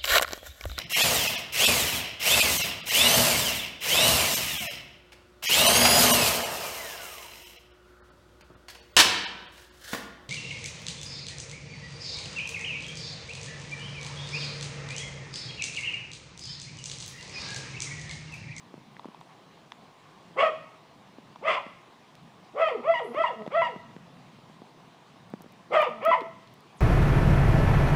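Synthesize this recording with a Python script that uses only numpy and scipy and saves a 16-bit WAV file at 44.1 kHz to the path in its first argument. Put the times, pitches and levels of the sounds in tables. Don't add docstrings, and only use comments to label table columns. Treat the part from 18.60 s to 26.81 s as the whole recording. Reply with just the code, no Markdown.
import sys
import numpy as np
from scipy import signal
from scipy.fft import rfft, irfft, next_fast_len
from scipy.io import wavfile
from scipy.ndimage import uniform_filter1d, map_coordinates

SR = 44100
rng = np.random.default_rng(int(sys.argv[2]) if len(sys.argv) > 2 else 0)


def int16_out(signal):
    q = np.round(np.clip(np.atleast_2d(signal).T, -1, 1) * 32767)
    wavfile.write(sys.argv[1], SR, q.astype(np.int16))


def invert_db(level):
    return 10 ** (np.asarray(level, dtype=float) / 20)


N = 361928

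# start in seconds, rise in seconds, end in seconds, peak level in dB,
# top pitch in Hz.
BARKS = [
    (1.758, .042, 1.828, -21.5, 585.8),
    (2.812, .073, 2.958, -23.5, 670),
    (3.935, 0.087, 4.085, -21.5, 665.6),
    (4.222, 0.084, 4.335, -20, 683.3),
    (4.529, .076, 4.638, -22.5, 662),
    (4.904, 0.068, 5.017, -21, 671.5),
    (7.1, 0.057, 7.228, -17.5, 651),
    (7.405, 0.08, 7.512, -18.5, 671.7),
]
SLACK_HZ = 250.2


def unit(x):
    return x / np.sqrt(np.mean(x ** 2) + 1e-20)


def along(points, hz):
    f, v = np.transpose(points)
    return np.interp(np.log(hz + 1), np.log(f + 1), v)


def wobble(n, rate):
    knots = rng.standard_normal(int(n * 2000 / SR) + 8)
    return map_coordinates(knots, [np.cumsum(np.full(n, rate)) / SR + 2])


def filtered(x, response):
    m = next_fast_len(len(x) + 8192)
    return irfft(rfft(x, m) * response(np.fft.rfftfreq(m, 1 / SR)), m)[:len(x)]


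def add(track, s, sound):
    part = track[max(round(s * SR), 0):][:len(sound)]
    part += sound[:len(part)]


def sampled(rows, fade):
    s, *cols = np.transpose(rows)
    t = s[0] + np.arange(SR // 5) / SR
    ends = np.clip(np.minimum(t - s[0], s[-1] - t) / fade, 0, 1)
    return [np.interp(t, s, c) for c in cols], ends


def dog():
    # roughness climbing (0-1), roughness held (0-1), sag in Hz, fade in dB,
    # mouth tilt in dB per octave.
    bark_voices = [(.45, 0.44, 0.5, 1.5, 2.5), (.4, .65, 124.5, 9.5, 3.5), (.6, 0, 60.5, 10.5, -1),
                   (0, 0.11, 27.5, 25.5, -4.5), (0, 0.15, 17, 7.5, -1), (0.2, .05, 7, 5, -3),
                   (.9, 0.12, 65, 8.5, -0.5), (0.19, 0.08, 15, 5.5, -3)]
    # start in seconds, hold in seconds, slide in seconds,
    # peak level in dB, pitch in Hz.
    yelps = [
        (1.829, .046, 0.012, -20, 642.7),
        (2.961, 0.021, 0.023, -33.5, 1061),
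        (4.083, .004, 0.027, -33, 928.6),
        (4.338, .052, 0.018, -29, 977),
        (4.639, 0.038, 0.033, -18, 958),
        (5.018, 0.05, 0.024, -20.5, 968),
        (7.227, .014, 0.025, -19.5, 973),
        (7.514, 0.028, 0.037, -19.5, 1006),
    ]
    # roughness (0-1), fade in dB, mouth tilt in dB per octave,
    # landing level in dB, landing in seconds.
    yelp_voices = [(0.17, 5, 2.5, -37.5, 0.0034), (0.5, -2.5, -4, -51.5, 0.002), (.5, 0.5, 4, -33, 0.048),
                   (.08, 5.5, 2, -36, 0.043), (0.2, 21.5, -5.5, -39.5, 0.0086),
                   (0.01, 17.5, -2, -44, 0.041), (.25, 14, 0, -32.5, 0.0064), (.4, 4, -5.5, -38.5, 0.032)]
    # start in seconds, end in seconds, first level in dB, last level in dB,
    # pitch in Hz.
    moans = [
        (4.165, 4.21, -48, -41, 247),
        (4.475, 4.526, -49, -40, 240),
        (4.76, 4.824, -50, -39, 217.9),
        (7.293, 7.422, -49, -48, 223.8),
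    ]
    out = np.zeros(N)
    notes = [*map(bark, BARKS, bark_voices), *map(yelp, yelps, yelp_voices), *(moan(*row) for row in moans)]
    for rows in notes:
        voice = note(rows)
        add(out, rows[0][0], voice)
        add(out, rows[0][0], houses(voice))
    return out


def bark(call, voice):
    # share of the rise, share of the pitch gained,
    # level in dB under the peak, mouth tilt in dB per octave.
    shared_climb = [(0, 0.0057, -31.5, -15), (.35, .68, -14.5, -4), (0.722, .93, -5, 1), (1, 0.99, 0, 2.5)]
    settle_s, open_per_db = 0.025, 0.9119
    s, rise, end, db, top_hz = call
    climbing, held, sag_hz, fade_db, mouth = voice
    opened = any(0 < s - other[0] < .45 for other in BARKS)
    climb = []
    for u, gained, under_db, shut in shared_climb:
        tilt = mouth + (4.4 * (u < 1) if opened else shut)
        rough = climbing
        climb.append((s + u * rise, SLACK_HZ + gained * (top_hz - SLACK_HZ), db + under_db, rough, tilt))
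    climb[-1] = climb[-1][:3] + ((climbing + held) / 2, climb[-1][4])
    hold = end - s - rise
    u = min(settle_s / hold, .8)
    steady = (s + rise + u * hold, top_hz - u ** .6 * sag_hz, db - u * fade_db, held,
              mouth + open_per_db * u * fade_db)
    return climb + [steady, (end, top_hz - sag_hz, db - fade_db, held, mouth + open_per_db * fade_db)]


def yelp(call, voice):
    s, hold, slide, db, hz = call
    rough, fade_db, mouth, landing_db, landing = voice
    overshoot, sag, settle_s = 0.061, 0.0299, 0.01114
    landing_hz, landing_sag = 510, 1927
    slide_rough, landing_mouth = .18, -4
    low_hz, held_db = hz * (1 - sag), db - fade_db
    down = s + hold + slide
    landed = down + landing
    u = min(settle_s / hold, .6)
    return [(s, hz * (1 + overshoot), db, rough, mouth),
            (s + u * hold, hz, db - u * fade_db, rough, mouth),
            (s + hold, low_hz, held_db, rough, mouth + 0.7 * fade_db),
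            (down - slide / 2, (low_hz + landing_hz) / 2, min(held_db, landing_db) + 1, slide_rough, 1.7),
            (down, landing_hz, landing_db, slide_rough, landing_mouth),
            (landed, landing_hz - landing_sag * landing, landing_db, slide_rough, landing_mouth - 300 * landing),
            (landed + .025, SLACK_HZ, landing_db - 21.5, slide_rough, landing_mouth)]


def moan(s, end, first_db, last_db, hz):
    rough, mouth, sag = 0.068, -7.5, 0.057
    return [(s, hz * (1 + sag), first_db, rough, mouth), (end, hz * (1 - sag), last_db, rough, mouth)]


def note(rows):
    # frequency in Hz, gain in dB.
    throat = [(300, -5), (660, 8.5), (900, -1.5), (1270, 3), (1600, -22), (2050, -3.5), (2400, -12),
              (2750, -15.5), (3420, -19.5), (3680, -37), (4900, -38.5), (5700, -47), (8500, -52),
              (10000, -83)]
    (pitch, db, rough, mouth), ends = sampled(rows, fade=0.0012)
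    n, rough = len(pitch), np.clip(rough, 0, 1)
    jitter = 0.0607 * rough * wobble(n, 255.1) + 0.0058 * wobble(n, 66.1)
    phase = 2 * np.pi * np.cumsum(pitch * (1 + jitter)) / SR
    k = np.arange(1, 17)[:, None]
    tilt = mouth * np.minimum(np.log2(k * pitch / 700), 2)
    gain = invert_db(along(throat, k * pitch) + tilt)
    slide = np.minimum(np.abs(np.gradient(np.log(pitch))) * SR, 12)
    gain *= invert_db(-.12 * uniform_filter1d(slide, size=300) * np.maximum(k - 2, 0))
    clear = np.exp(-.55 * rough * (k - 1 + 1.2 * rough) - .004 * (k - 1) ** 2)
    flicker = invert_db(0.83 * np.array([wobble(n, 74.6) for _ in k]) * np.minimum(k - 1, 1))
    skip = 1 + 0.84 * rough * np.cos(phase / 2) * (k > 1)
    beat = np.sum(gain * clear * flicker * skip * np.cos(k * phase - .3 * k * k), axis=0)
    beat *= invert_db(2 * rough * wobble(n, 240))
    width = np.minimum(130 + 900 * rough ** 2, 1000)
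    smear = np.array([wobble(n, width) * np.cos(j * phase) + wobble(n, width) * np.sin(j * phase) for j in k])
    rasp = np.sum(np.sqrt(1 - clear ** 2) * smear * invert_db(tilt), axis=0)
    rasp = filtered(rasp, lambda hz: invert_db(along(throat, hz) - 2.5))
    air = rng.standard_normal(n) * invert_db(-13 + 1.6 * np.minimum(mouth, 6) + 21.0 * rough)
    rasp += filtered(air, lambda hz: invert_db(along(throat, hz) + 5.2 * np.log2((hz + 1) / 700)))
    return invert_db(db) * ends * (beat + rasp) / np.sqrt(np.sum(gain ** 2, axis=0) / 2)


def houses(x):
    # delay in seconds, level in dB.
    walls = [(.012, -12), (.027, -20.5), (.045, -21.5), (.062, -34.5), (.088, -41.5), (.12, -27.5)]
    # frequency in Hz, time to fall 60 dB in seconds.
    decay = [(200, 0.19), (700, 0.75), (2000, 0.81), (5000, 0.96), (10000, 1)]
    hz, t, z = signal.stft(rng.standard_normal(SR), SR, nperseg=256)
    scatter = invert_db(15.5 - 60 * t / 0.19)
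    fall = invert_db(-60 * t / along(decay, hz)[:, None]) + scatter
    tail = signal.istft(z * fall, SR, nperseg=256)[1]
    tail *= 1 - np.exp(-np.arange(len(tail)) / SR / 0.006)
    answer = invert_db(-3.5) * tail / np.linalg.norm(tail)
    for s, db in walls:
        add(answer, s, invert_db(db) * np.array([.3, .5, .2]))
    return signal.fftconvolve(x, answer)


def taps():
    # start in seconds, peak level in dB, pitch in Hz, edge level in dB.
    knocks = [(0.138, -33, 250, -35), (0.176, -39, 134, -27), (0.364, -47, 218, 10),
              (0.392, -26.5, 980, -14), (0.442, -28.5, 930, -19), (0.453, -29, 229, -26),
              (0.483, -35, 197, -21), (0.543, -30.5, 910, -16.5), (0.609, -31.5, 920, -14),
              (1.117, -29.5, 1010, 0.5), (2.582, -34.5, 236, -27), (2.756, -29, 955, -17),
              (3.062, -35, 209, -2), (3.674, -44.5, 202, -10), (4.861, -20, 580, -21),
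              (4.874, -25, 189, -8.5), (5.159, -31, 165.5, -21), (5.362, -33.5, 165, -3.5),
              (5.568, -48, 173, 4.5), (5.785, -39.5, 135.5, -17), (5.895, -40, 196, -18),
              (6.016, -35, 210, -24), (6.091, -44.5, 169, -24), (6.735, -23.5, 192, -37),
              (6.804, -38.5, 131.5, -14), (6.84, -40, 331, -9), (6.859, -39, 204, -24),
              (4.544, -24.5, 340, -20),
        (4.587, -30.5, 288, -15),
        (4.613, -31, 347, -19.5),
        (4.818, -34.5, 220, -8),
        (7.478, -29.5, 220, -29),
        (7.5, -31.5, 198, -27),
        (7.616, -27.5, 270, -10),
        (7.663, -38, 190, -16),
    ]
    # frequency in Hz, level in dB.
    shell = [(1900, -7), (2700, -9), (3450, -2), (4900, -17), (6000, -18)]
    out, t = np.zeros(N), np.arange(SR // 25) / SR
    for s, db, hz, edge_db in knocks:
        low = hz < 450
        if low:
            settling = 2.58 * (1 - np.exp(-t / 0.00055))
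            ring = np.sin(2 * np.pi * hz * t + settling) * invert_db(-60 * t / (0.0027 + 5 / hz))
        else:
            swell = (1 - np.exp(-t / 0.00094)) ** 2
            ring = 2.6 * np.sin(2 * np.pi * hz * t) * invert_db(-60 * t / 0.0078) * swell
        edge = np.zeros(len(t))
        for shell_hz, shell_db in shell:
            mode_hz = shell_hz * (.55 if low else 1)
            level = invert_db(shell_db + rng.normal(0, 1.5))
            edge += level * np.sin(2 * np.pi * mode_hz * t + rng.uniform(0, 7.7))
        edge *= invert_db(edge_db + 9.0 - 60 * t / 0.0042) * (1 - np.exp(-t / 0.00048))
        add(out, s + .003, invert_db(db) * (ring + edge))
    return out


def creaks():
    # start in seconds, peak level in dB, low part in dB, top part in dB.
    ticks = [(0.3144, -56.5, 3, -21), (0.3318, -55, -8, -28), (0.3654, -66.5, 0, -25),
             (0.4653, -61.5, 0, -21), (0.604, -48.5, 2, -28.5), (3.5495, -40, 11, -54),
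             (4.8437, -61.5, -15.5, -13.5), (4.8932, -62, -2, -20), (5.5994, -64.5, -2, -18),
             (6.6982, -47, 1, -25), (6.8164, -37, -2.5, -10), (6.9186, -41.5, -3.5, -14.5),
             (7.2043, -50.5, 2, -4), (7.215, -33, -11.5, -24), (7.227, -44, 10, -5), (7.295, -49, -16, -20),
             (7.4472, -24, 0.5, -8), (7.604, -39.5, 29.5, -21), (7.8705, -45.5, 18, -29),
             (7.9358, -44.5, -10, -12.5), (8.0028, -46.5, 12, -21), (8.098, -62, 0, -21)]
    out, t = np.zeros(N), np.arange(SR // 25) / SR
    for s, db, low_db, top_db in ticks:
        spectrum = [(1200, -44), (2500, low_db), (4500, low_db), (7000, -2.5), (10000, -8),
                    (13000, top_db + 15.5), (15500, top_db - 6)]
        click = rng.standard_normal(len(t)) * (invert_db(-60 * t / 0.00037) + 0.05 * invert_db(-60 * t / .02))
        click = filtered(click, lambda hz: invert_db(along(spectrum, hz)))
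        add(out, s + 0.0039, invert_db(db) * click / np.max(np.abs(click)))
    return out


def finger_slides():
    # time in seconds, centre in Hz, level in dB.
    slides = [
        [(4.42, 11300, -78), (4.445, 9700, -62), (4.5, 10400, -66), (4.56, 11000, -71)],
        [(8.15, 12500, -80), (8.18, 9270, -62), (8.2, 5200, -56), (8.21, 4950, -59)],
    ]
    out = np.zeros(N)
    for rows in slides:
        (hz, db), ends = sampled(rows, fade=0.0056)
        n = len(hz)
        sweep = np.sin(2 * np.pi * np.cumsum(hz) / SR)
        rub = 1.68 * filtered(rng.standard_normal(n), lambda f: f < 2200) + .5 * wobble(n, 430)
        add(out, rows[0][0], invert_db(db) * ends * sweep * rub)
    return out


def rush(spectrum, patchy_db):
    z = signal.stft(rng.standard_normal(N + 512), nperseg=512)[2]
    field = uniform_filter1d(rng.standard_normal(z.shape), size=5, axis=0)
    field = uniform_filter1d(field, size=10, axis=1)
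    noise = signal.istft(z * invert_db(patchy_db * unit(field)), nperseg=512)[1][:N]
    return unit(filtered(noise, lambda hz: invert_db(along(spectrum, hz))))


def far_traffic():
    # time in seconds, level in dB.
    hum = [(0.0, -56.5), (0.89, -62), (1.87, -57), (2.42, -62), (2.81, -56), (3.26, -61), (4.47, -60),
           (5.0, -53.5), (5.14, -55), (6.87, -59), (7.33, -57.5), (8.2, -57.5)]
    # frequency in Hz, density in dB per Hz.
    spectrum = [(20, -22), (50, -31), (80, -17), (120, -4), (160, -1), (220, -4), (400, -27), (800, -100)]
    s, hum_db = np.transpose(hum)
    level_db = np.interp(np.arange(N) / SR, s, hum_db) + 0.83 * wobble(N, 4.3)
    return invert_db(level_db) * rush(spectrum, patchy_db=2.5)


def yard_air():
    # frequency in Hz, density in dB per Hz.
    spectrum = [(150, -27), (250, -3.5), (357, -4), (528, -5.5), (575, -8), (658, -3), (909, -4),
                (1100, -3), (1340, -12), (3660, -16), (9800, -33.5), (14500, -46.5)]
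    level_db = -56 + 0.13 * wobble(N, 4) + 0.34 * wobble(N, 0.8)
    return invert_db(level_db) * rush(spectrum, patchy_db=1.5)


def electronics():
    # frequency in Hz, level in dB.
    whine = [(10761, -94), (14998, -87)]
    t = np.arange(N) / SR
    return sum(invert_db(db + 3) * np.sin(2 * np.pi * hz * t) for hz, db in whine)


def scene():
    # frequency in Hz, gain in dB.
    mic = [(20, -48), (60, -15.5), (110, -7.5), (160, 1), (15000, 1.5)]
    near = dog() + taps() + creaks() + finger_slides()
    near = filtered(near, lambda hz: invert_db(along(mic, hz)) * (hz < 15750))
    return (near + far_traffic() + yard_air())[None]


def low_pass(x):
    return signal.sosfilt(signal.butter(12, 15830, fs=SR, output="sos"), x)


def record(dry):
    return low_pass(dry + electronics())


dry = scene()
out = record(dry)
int16_out(out)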